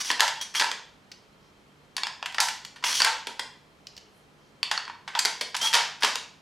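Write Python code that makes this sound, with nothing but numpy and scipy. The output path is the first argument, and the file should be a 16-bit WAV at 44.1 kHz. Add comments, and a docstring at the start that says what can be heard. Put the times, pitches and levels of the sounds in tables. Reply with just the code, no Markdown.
"""A short plastic scrape over quiet room tone, then taps, snaps and clacks: three shells go into a toy shotgun.
Each shell taps the loading port, scrapes into the magazine tube and snaps past the catch; the gate clacks shut.
Filtered noise makes the contacts, scrapes, desk bumps and cloth; decaying sines ring the steel and hollow gun;
a wavering pair of sines squeals. Noise tails give a bare, small room, nearly mono, under faint hums and whines."""
import sys
import numpy as np
from scipy import signal
from scipy.fft import rfft, irfft, next_fast_len
from scipy.io import wavfile
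from scipy.ndimage import uniform_filter1d, map_coordinates

SR = 44100
rng = np.random.default_rng(int(sys.argv[2]) if len(sys.argv) > 2 else 0)


def wrap_up_sound(samples):
    """Save the sound to the file named by the first command line argument, as 16-bit audio."""
    columns = np.atleast_2d(samples).T
    # keep every value between -1 and 1, then stretch to whole-number steps
    tamed = np.clip(columns, -1, 1)
    steps = np.round(tamed * 32767).astype(np.int16)
    wavfile.write(sys.argv[1], SR, steps)


N = 282681  # length in samples


def amp(db):
    """Decibels to linear gain."""
    return 10 ** (np.asarray(db) / 20)


def evened(x):
    """Scale to an rms of one."""
    return x / np.sqrt(np.mean(x ** 2) + 1e-20)


def read(points, hz):
    """Read a curve of (frequency, value) points, straight between them on a log-frequency axis."""
    f, value = np.transpose(points)
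    return np.interp(np.log(hz + 1), np.log(f + 1), value)


def add(mix, s, sound):
    """Lay a sound into the mix at s seconds, cut off at the end."""
    part = mix[max(round(s * SR), 0):][:len(sound)]
    part += sound[:len(part)]


def colour(x, points, size=4096):
    """Minimum-phase filter with the given spectrum, so that nothing sounds before its cause."""
    log_gain = np.log(amp(read(points, abs(np.fft.fftfreq(size, 1 / SR)))))
    taps = np.fft.ifft(np.exp(np.conj(signal.hilbert(log_gain)))).real
    return signal.fftconvolve(x, taps[:size // 2])[:len(x)]


def band(x, edges, order=3):
    """Butterworth band-pass between two edges in Hz."""
    return signal.sosfilt(signal.butter(order, edges, "band", fs=SR, output="sos"), x)


def ring(modes, t, spread=0.):
    """Dying sines; the grip of the hand detunes them a little each time."""
    total = 0
    for hz, db, t60 in modes:
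        detuned_hz = hz * (1 + spread * rng.standard_normal())
        total = total + amp(db - 60 * t / t60) * np.sin(2 * np.pi * detuned_hz * t)
    return total


def grit(size, spread_db, lump_db=1.0):
    """Dense tiny impacts of uneven strength, bunched where a surface catches."""
    strength = np.repeat(rng.standard_normal(size // 32 + 1), 32)[:size]
    lumps = evened(uniform_filter1d(rng.standard_normal(size), size=260))
    unevenness_db = spread_db * np.clip(strength, -2, 2) + lump_db * lumps
    return evened(rng.standard_normal(size) * amp(unevenness_db))


# colour of the room noise: (f/Hz, gain/dB)
AIR_COLOUR = [(15, -52.5), (25, -12), (141, -5.5), (285, -5.5), (335, -8.5), (405, -7.5), (641, -10),
              (1190, -12.5), (1370, -12), (1480, -15.5), (2110, -16), (4740, -24), (6560, -28),
              (14400, -41), (16000, -56.5)]
# left-right likeness of the room noise: (f/Hz, correlation)
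AIR_LIKENESS = [(40, .9), (120, 0.74), (400, 0.69), (2000, 0.09), (10000, 1)]
# faint narrow hums and whines in the room: (f/Hz, level/dB rms, width/Hz)
HUM_LINES = [(148.4, -70.5, 5), (199, -71.5, 8.7), (424.8, -75, 6.1), (3160, -77, 50), (4140, -81, 25)]
AIR_DB = -58


def air():
    """Steady coloured room noise, partly shared by the channels, plus narrow noise bands that come and go."""
    hz = np.fft.rfftfreq(N, 1 / SR)
    left, other, hum = rfft(rng.standard_normal((3, N)))
    alike = np.clip(read(AIR_LIKENESS, hz), -1, 1)
    right = alike * left + np.sqrt(1 - alike ** 2) * other
    noise = evened(irfft(np.array([left, right]) * amp(read(AIR_COLOUR, hz)), N))
    lines = 0
    for line_hz, db, width_hz in HUM_LINES:
        lines = lines + amp(db) * evened(np.exp(-((hz - line_hz) / width_hz) ** 2))
    return amp(AIR_DB) * noise + irfft(hum * lines, N)


# colours of the bright scrape and of the low rub: (f/Hz, gain/dB)
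SCRAPE_COLOUR = [(1500, -44), (2800, -7.5), (3250, -2), (3800, -8.5), (4550, -2), (5100, -3), (5700, 0),
                 (7200, -11.5), (7900, -12.5), (9000, -14), (10600, -13), (12500, -22.5), (16000, -28.5)]
RUB_COLOUR = [(80, -24.5), (300, -17), (600, -12.5), (900, -3), (1200, 0.5), (1800, 0), (2600, -1.5),
              (4000, -13), (9000, -46)]
# strokes of the thumb that slide a shell along the tube, levels before the push envelope:
# (t/s, length/s, scrape level/dB, low rub level/dB)
THUMB_STROKES = [(0.0,0.031,-30.5,-37.5), (0.044,0.077,-34.5,-44.5), (0.41,.03,-33,-43.5),
                 (0.538,.012,-39,-37), (0.549,0.072,-31,-40), (2.841,0.1,-29.5,-35.5),
                 (2.938,.072,-28,-42.5), (5.134,.026,-61,-40), (5.611,0.082,-30,-36.5),
                 (6.003,0.029,-45.5,-46)]
STROKE_ATTACK_S, STROKE_RELEASE_S = 0.0047, 0.0097


def slide(length, scrape_db, rub_db, drift=.012):
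    """A shell scrapes along the tube under the thumb: one gritty friction drives a bright and a low colour."""
    t = np.arange(0, length, 1 / SR)
    push = np.minimum(t / STROKE_ATTACK_S, 1) * np.minimum((length - t) / STROKE_RELEASE_S, 1)
    friction = grit(len(t), spread_db=2.4, lump_db=1.5)
    shift = evened(uniform_filter1d(rng.standard_normal(len(t)), SR // 50))
    # the resonances of the scrape drift as the point of contact moves
    position = np.cumsum(1 + drift * shift)
    scrape = map_coordinates(colour(friction, SCRAPE_COLOUR), [position], mode="mirror")
    rub = colour(friction, RUB_COLOUR)
    return push * (amp(scrape_db) * evened(scrape) + amp(rub_db) * evened(rub))


# how fast the reflections die: (f/Hz, t60/s)
ROOM_DECAY = [(200, 0.5), (530, 0.4), (1390, 0.45), (3680, 0.46), (7000, 0.42), (10000, 0.27),
              (15000, 0.37)]


def room(x, gap_s=0.0039, build_s=0.0015, side_db=-16.0):
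    """Dense reflections, each band dying at its own speed; the two close ports hear almost the same."""
    size = SR * 3 // 4
    hz, t, z = signal.stft(rng.standard_normal((2, size)), SR, nperseg=256)
    decay = amp(-60 * t / read(ROOM_DECAY, hz)[:, None])
    tail = signal.istft(z * decay, SR, nperseg=256)[1][:, :size]
    # silent until gap_s, then the reflections build up
    tail = tail * (1 - np.exp(-np.maximum(np.arange(size) / SR - gap_s, 0) / build_s))
    mid, side = signal.fftconvolve(x[None], tail / np.linalg.norm(tail[0]), axes=1)[:, :N]
    return np.array([mid + amp(side_db) * side, mid - amp(side_db) * side])


# modes of the struck steel: (f/Hz, level/dB relative, t60/s)
STEEL_MODES = [(1696, -6.5, 0.0094), (4515, 1, 0.047), (4570, 7.5, 0.013), (5100, -18.5, .02),
               (6490, -22, 0.043), (9700, -21, .025)]
# a shell strikes a steel part and sets it ringing: (t/s, level/dB over the first 6 ms)
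STEEL_PINGS = [(0.017,-49), (1.9665,-32), (2.034,-27.5), (2.4021,-22.5), (3.0194,-18.5), (4.63,-21),
               (4.7768,-25), (4.853,-40), (5.19,-23.5), (5.256,-24)]


def ping(level_db, rise_s=.00015):
    """Steel rings for a moment before the hand damps it: slightly detuned, dying sines."""
    t = np.arange(SR // 10) / SR
    onset = 1 - np.exp(-t / rise_s)
    sound = band(ring(STEEL_MODES, t, spread=0.02) * onset, (900, 14000), order=2)
    return amp(level_db) * sound / np.std(sound[:SR // 160])


# colour of a plastic contact: (f/Hz, gain/dB)
CONTACT_COLOUR = [(60, -37), (200, -27), (500, -17.5), (700, -12.5), (950, 4), (1200, -2.5), (1720, 4),
                  (2400, 0.5), (3400, 3.5), (3950, -1), (4700, 3), (5900, -4), (10500, -13.5), (16000, -23)]
# contacts of shell, catch or gate:
# (t/s, level/dB over the first 6 ms, brightness/dB per octave, chatter t60/s)
CONTACTS = [(0.1026,-19,-3,0.025), (0.1139,-23.5,1,0.025), (0.196,-21.5,-2.5,0.031),
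            (0.2055,-13.5,0.6,0.015), (0.2785,-24,-1,0.052), (0.549,-26.5,-3.5,0.05), (0.5971,-19,-1,0.066),
            (0.6111,-22.5,-3,0.021), (0.622,-21.5,-3.5,0.0092), (0.643,-27,-2,0.0066),
            (0.715,-26,-1.5,0.016), (1.9667,-27,3.5,0.02), (1.9795,-29,-3.5,0.043), (2.034,-25,-3.5,.018),
            (2.069,-27.5,-3,0.019), (2.227,-28.5,-5.6,0.019), (2.259,-27,-1.4,0.033), (2.3243,-42.5,0,.022),
            (2.3453,-31,-1.7,0.03), (2.383,-20.5,-5,0.02), (2.4026,-17,2.5,0.042), (2.485,-25.5,0.4,0.033),
            (2.6496,-35,1.7,.024), (2.76,-44,-2,0.1), (2.826,-40.5,-4,0.078), (2.8395,-21,-3,0.042),
            (3.003,-18,-0.9,0.047), (3.0188,-19.5,-.9,0.022), (3.0464,-17,1,0.034),
            (3.2702,-29.5,-1.5,0.026), (3.3943,-25.5,-1.2,0.029), (4.63,-23,-0.9,0.022),
            (4.7136,-20,-2.3,.04), (4.7767,-27,-4.8,.023), (4.8785,-35,-5.5,0.042), (4.898,-34,-7,0.031),
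            (5.0776,-32.5,-3.5,0.075), (5.151,-23.5,-5.5,0.041), (5.1912,-18,3,0.033),
            (5.2508,-20.5,1.4,0.011), (5.2554,-20.5,-0.2,.018), (5.4107,-24,0.5,.055),
            (5.5444,-27.5,-3.5,0.06), (5.5505,-26,-2,.02), (5.566,-27.5,3.5,0.039), (5.7297,-24,-0.5,.026),
            (5.736,-19,0.5,0.049), (5.7418,-15.5,-1,0.033), (5.7517,-18.5,2,.022), (6.0232,-25,-3.5,0.075),
            (6.0327,-17.5,-1.5,0.051), (6.047,-17.5,-1,0.022), (6.156,-25,0.8,0.016)]
# brightness tilts the spectrum between these two frequencies
TILT_LOW_HZ, TILT_HIGH_HZ = 845, 11000
# every HARDNESS_DB of brightness halves the rise time and doubles the top, within the limits in click()
HARDNESS_DB = 9
CONTACT_RISE_S, CONTACT_LOW_HZ, CONTACT_TOP_HZ = .00009, 520, 13100


def click(level_db, bright_db, t60, snap=0.78, snap_s=0.00023):
    """A sharp contact, then chatter in plastic; a soft contact builds slower and loses its edge."""
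    t = np.arange(SR // 10) / SR
    hardness = 2 ** (bright_db / HARDNESS_DB)
    chatter = amp(-60 * t / max(t60, .003))
    force = rng.standard_normal(len(t)) * (chatter + snap * np.exp(-t / snap_s))
    force = force * (1 - np.exp(-t * hardness / CONTACT_RISE_S))
    tilt = [(TILT_LOW_HZ, 0), (TILT_HIGH_HZ, bright_db * np.log2(TILT_HIGH_HZ / TILT_LOW_HZ))]
    top_hz = np.clip(CONTACT_TOP_HZ * hardness, 3000, 13000)
    sound = band(colour(colour(force, CONTACT_COLOUR), tilt), (CONTACT_LOW_HZ, top_hz), order=2)
    return amp(level_db) * sound / np.std(sound[:SR // 160])


# colour of the knock on the padded desk: (f/Hz, gain/dB)
BUMP_COLOUR = [(60, -40.5), (150, -22.5), (250, -3.5), (320, -7.5), (420, 1), (650, 0), (1000, -15.5),
               (4000, -58.5)]
# the gun bumps the padded desk: (t/s, level/dB over the first 40 ms)
DESK_BUMPS = [(0.104,-47.5), (0.2,-47), (0.608,-44.5), (0.715,-52.5), (2.842,-56), (3.005,-46.5),
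              (3.047,-51), (3.272,-49.5), (3.395,-53), (5.251,-45), (5.412,-45.5), (5.617,-50),
              (5.74,-44.5), (6.036,-39), (6.156,-53)]


def bump(level_db, t60=0.047):
    """A soft, dull knock: a short burst of noise through the colour of the desk."""
    t = np.arange(SR // 5) / SR
    sound = colour(rng.standard_normal(len(t)) * amp(-60 * t / t60), BUMP_COLOUR)
    return amp(level_db) * sound / np.std(sound[:SR // 25])


# colour of the loose parts: (f/Hz, gain/dB)
RATTLE_COLOUR = [(60, -56), (170, -43), (300, -36), (480, -15.5), (620, -12), (780, -2.5), (1500, 4),
                 (2400, 0), (3200, 1.5), (5000, 1.5), (7500, -5.5), (9300, -17), (11000, -11.5),
                 (15000, -32)]
# modes of the hollow receiver: (f/Hz, level/dB relative, t60/s)
HOLLOW_MODES = [(760, -22.5, 0.015), (896.5, 1, 0.1), (950, -4.5, 0.061), (970, -12.5, 0.033),
                (630, -25, .05), (1338, -8, 0.12)]
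# the gun shudders after a hard push:
# (t/s, rattle level/dB over the first 50 ms, hollow ring/dB against the rattle, brightness/dB per octave)
GUN_SHUDDERS = [(0.106,-42,-12,-4), (0.207,-31.5,4.5,.8), (0.606,-36.5,2.5,0), (2.386,-50,16.5,-1),
                (2.407,-32,-1,4), (3.008,-30,-31,-1.3), (3.048,-29,-2.5,-3), (3.273,-50.5,5.5,0),
                (4.716,-42,-2.5,-2.5), (5.152,-41,4,-2.5), (5.254,-38,-6,-0.5), (5.625,-38,1.5,6.5),
                (5.747,-26,-5.5,-2), (6.038,-31,-13,-0.9)]


def shudder(level_db, hollow_db, bright_db, rise_s=0.0047, fade_s=0.044):
    """Loose parts rattle for a moment and the hollow receiver swells into its ring."""
    t = np.arange(SR // 4) / SR
    swell = (1 - np.exp(-t / rise_s)) ** 2 * np.exp(-t / fade_s)
    rattle = colour(grit(len(t), spread_db=0.0) * swell, RATTLE_COLOUR)
    rattle = colour(rattle, [(400, 0), (12800, bright_db * np.log2(12800 / 400))])
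    drive = rng.standard_normal(len(t)) * swell ** 2
    hollow = signal.fftconvolve(drive, ring(HOLLOW_MODES, t, spread=0.0083))[:len(t)]
    hollow = band(hollow, (700, 4000))  # the hollow ring sounds only between 700 Hz and 4 kHz
    head = SR // 20
    return amp(level_db) * (rattle / np.std(rattle[:head]) + amp(hollow_db) * hollow / np.std(hollow[:head]))


# in mid-stroke a shell sticks and slips, level before the swell: (t/s, length/s, level/dB, starting f/Hz)
STICK_SLIPS = [(0.401,0.04,-34,3200), (0.553,0.047,-29,3215), (2.941,0.066,-41,3130),
               (5.599,0.11,-26.5,3123)]
# the pitch wavers, and climbs to its peak at SQUEAL_CLIMB_S; a longer squeal then bends back down
SQUEAL_WIDTH_HZ, SQUEAL_CLIMB_HZ, SQUEAL_CLIMB_S = 42, 191, 0.0814
# a second, weaker mode squeals along
SECOND_MODE_RATIO, SECOND_MODE_DB = 1.74, -14


def squeal(length, level_db, start_hz, catch_db=1.5):
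    """Stick and slip sing as a wavering tone that swells and fades, rising as the shell gathers speed."""
    t = np.arange(0, length, 1 / SR)
    waver = evened(uniform_filter1d(rng.standard_normal(len(t)), SR // 300))
    grip = evened(uniform_filter1d(rng.standard_normal(len(t)), SR // 400))
    climb_hz = SQUEAL_CLIMB_HZ * np.sin(np.pi / 2 * t / SQUEAL_CLIMB_S) ** 2
    pitch_hz = start_hz + climb_hz + SQUEAL_WIDTH_HZ * waver
    phase = 2 * np.pi * np.cumsum(pitch_hz) / SR
    modes = np.sin(phase) + amp(SECOND_MODE_DB) * np.sin(SECOND_MODE_RATIO * phase)
    tone = evened(modes * amp(catch_db * grip))
    return amp(level_db) * np.sin(np.pi * t / length) * tone


# colour of two shells touching: (f/Hz, gain/dB)
TICK_COLOUR = [(300, -12), (1300, -17), (2000, -6), (3100, -3), (3700, -5), (4500, 1.5), (5300, 1.5),
               (6500, -9), (10000, -23), (15000, -27)]
# the next shell is picked up and ticks against the others: (t/s, level/dB over the first 6 ms, t60/s)
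SHELL_TICKS = [(1.1164, -40.5, 0.04), (3.8697, -38.5, 0.022), (3.966, -44.5, 0.026), (3.9774, -42, 0.026)]


def tick(level_db, t60):
    """Two light shells touch: a dying burst of bright noise."""
    t = np.arange(SR // 10) / SR
    sound = colour(rng.standard_normal(len(t)) * amp(-60 * t / max(t60, .003)), TICK_COLOUR)
    return amp(level_db) * sound / np.std(sound[:SR // 160])


# the sleeve brushes past as the hand fetches a shell, level before the swell:
# (t/s, length/s, level/dB, centre f/Hz)
SLEEVE_RUSTLES = [(1.38,0.17,-71,4980), (4.08,0.18,-73,10000), (4.362,.18,-72,4940)]


def rustle(length, level_db, centre_hz, width=0.17):
    """Cloth brushes by: a soft swell of band-limited, gritty hiss."""
    size = round(length * SR)
    edges = np.clip(centre_hz * np.exp([-width, width]), 100, 16000)
    hiss = band(grit(size, spread_db=3.0), edges, order=2)
    return amp(level_db) * evened(hiss) * np.hanning(size)


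# the room hears more of the hollow gun than the microphone does: (f/Hz, gain/dB)
ROOM_SEND_COLOUR = [(100, -3.5), (600, 3), (760, 3.5), (900, 0), (1020, 3), (1200, -2.5), (1700, 0.5),
                    (2400, 1), (4500, -1), (10000, 1.5), (15000, -12)]
# stereo balance: (f/Hz, left minus right/dB)
STEREO_LEAN = [(50, -.4), (150, -1.3), (500, -1.5), (1000, -.9), (2000, -.5), (4000, 0)]


def scene(click_room_db=-4, ping_room_db=-10, tick_room_db=-6, shudder_room_db=-3, slide_room_db=-4,
          squeal_room_db=-9, bump_room_db=-3, count=4):
    """The gun, direct and through the room; its sounds take turns over `count` different room tails."""
    direct, sent = np.zeros(N), np.zeros((count, N))
    sounds = [(s, click(*contact), click_room_db) for s, *contact in CONTACTS]
    sounds += [(s, ping(level_db), ping_room_db) for s, level_db in STEEL_PINGS]
    sounds += [(s, shudder(*shake), shudder_room_db) for s, *shake in GUN_SHUDDERS]
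    sounds += [(s, tick(level_db, t60), tick_room_db) for s, level_db, t60 in SHELL_TICKS]
    sounds += [(s, bump(level_db), bump_room_db) for s, level_db in DESK_BUMPS]
    sounds += [(s, slide(*stroke), slide_room_db) for s, *stroke in THUMB_STROKES]
    sounds += [(s, squeal(*slip), squeal_room_db) for s, *slip in STICK_SLIPS]
    sounds += [(s, rustle(*brush), slide_room_db) for s, *brush in SLEEVE_RUSTLES]
    for k, (s, sound, room_db) in enumerate(sounds):
        add(direct, s, sound)
        add(sent[k % count], s, amp(room_db) * sound)
    reflections = sum(room(colour(part, ROOM_SEND_COLOUR)) for part in sent)
    heard = direct + reflections + air()
    size = next_fast_len(N)
    lean_db = read(STEREO_LEAN, np.fft.rfftfreq(size, 1 / SR))
    return irfft(rfft(heard, size) * amp([lean_db / 2, -lean_db / 2]), size)[:, :N]


EDGE_HZ = 16100


def record(dry):
    """The recorder's band limit: a linear-phase low-pass at EDGE_HZ."""
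    low_pass = signal.firwin(401, EDGE_HZ, window=("kaiser", 8), fs=SR)
    return signal.oaconvolve(dry, low_pass[None], "same")


dry = scene()
out = record(dry)
wrap_up_sound(out)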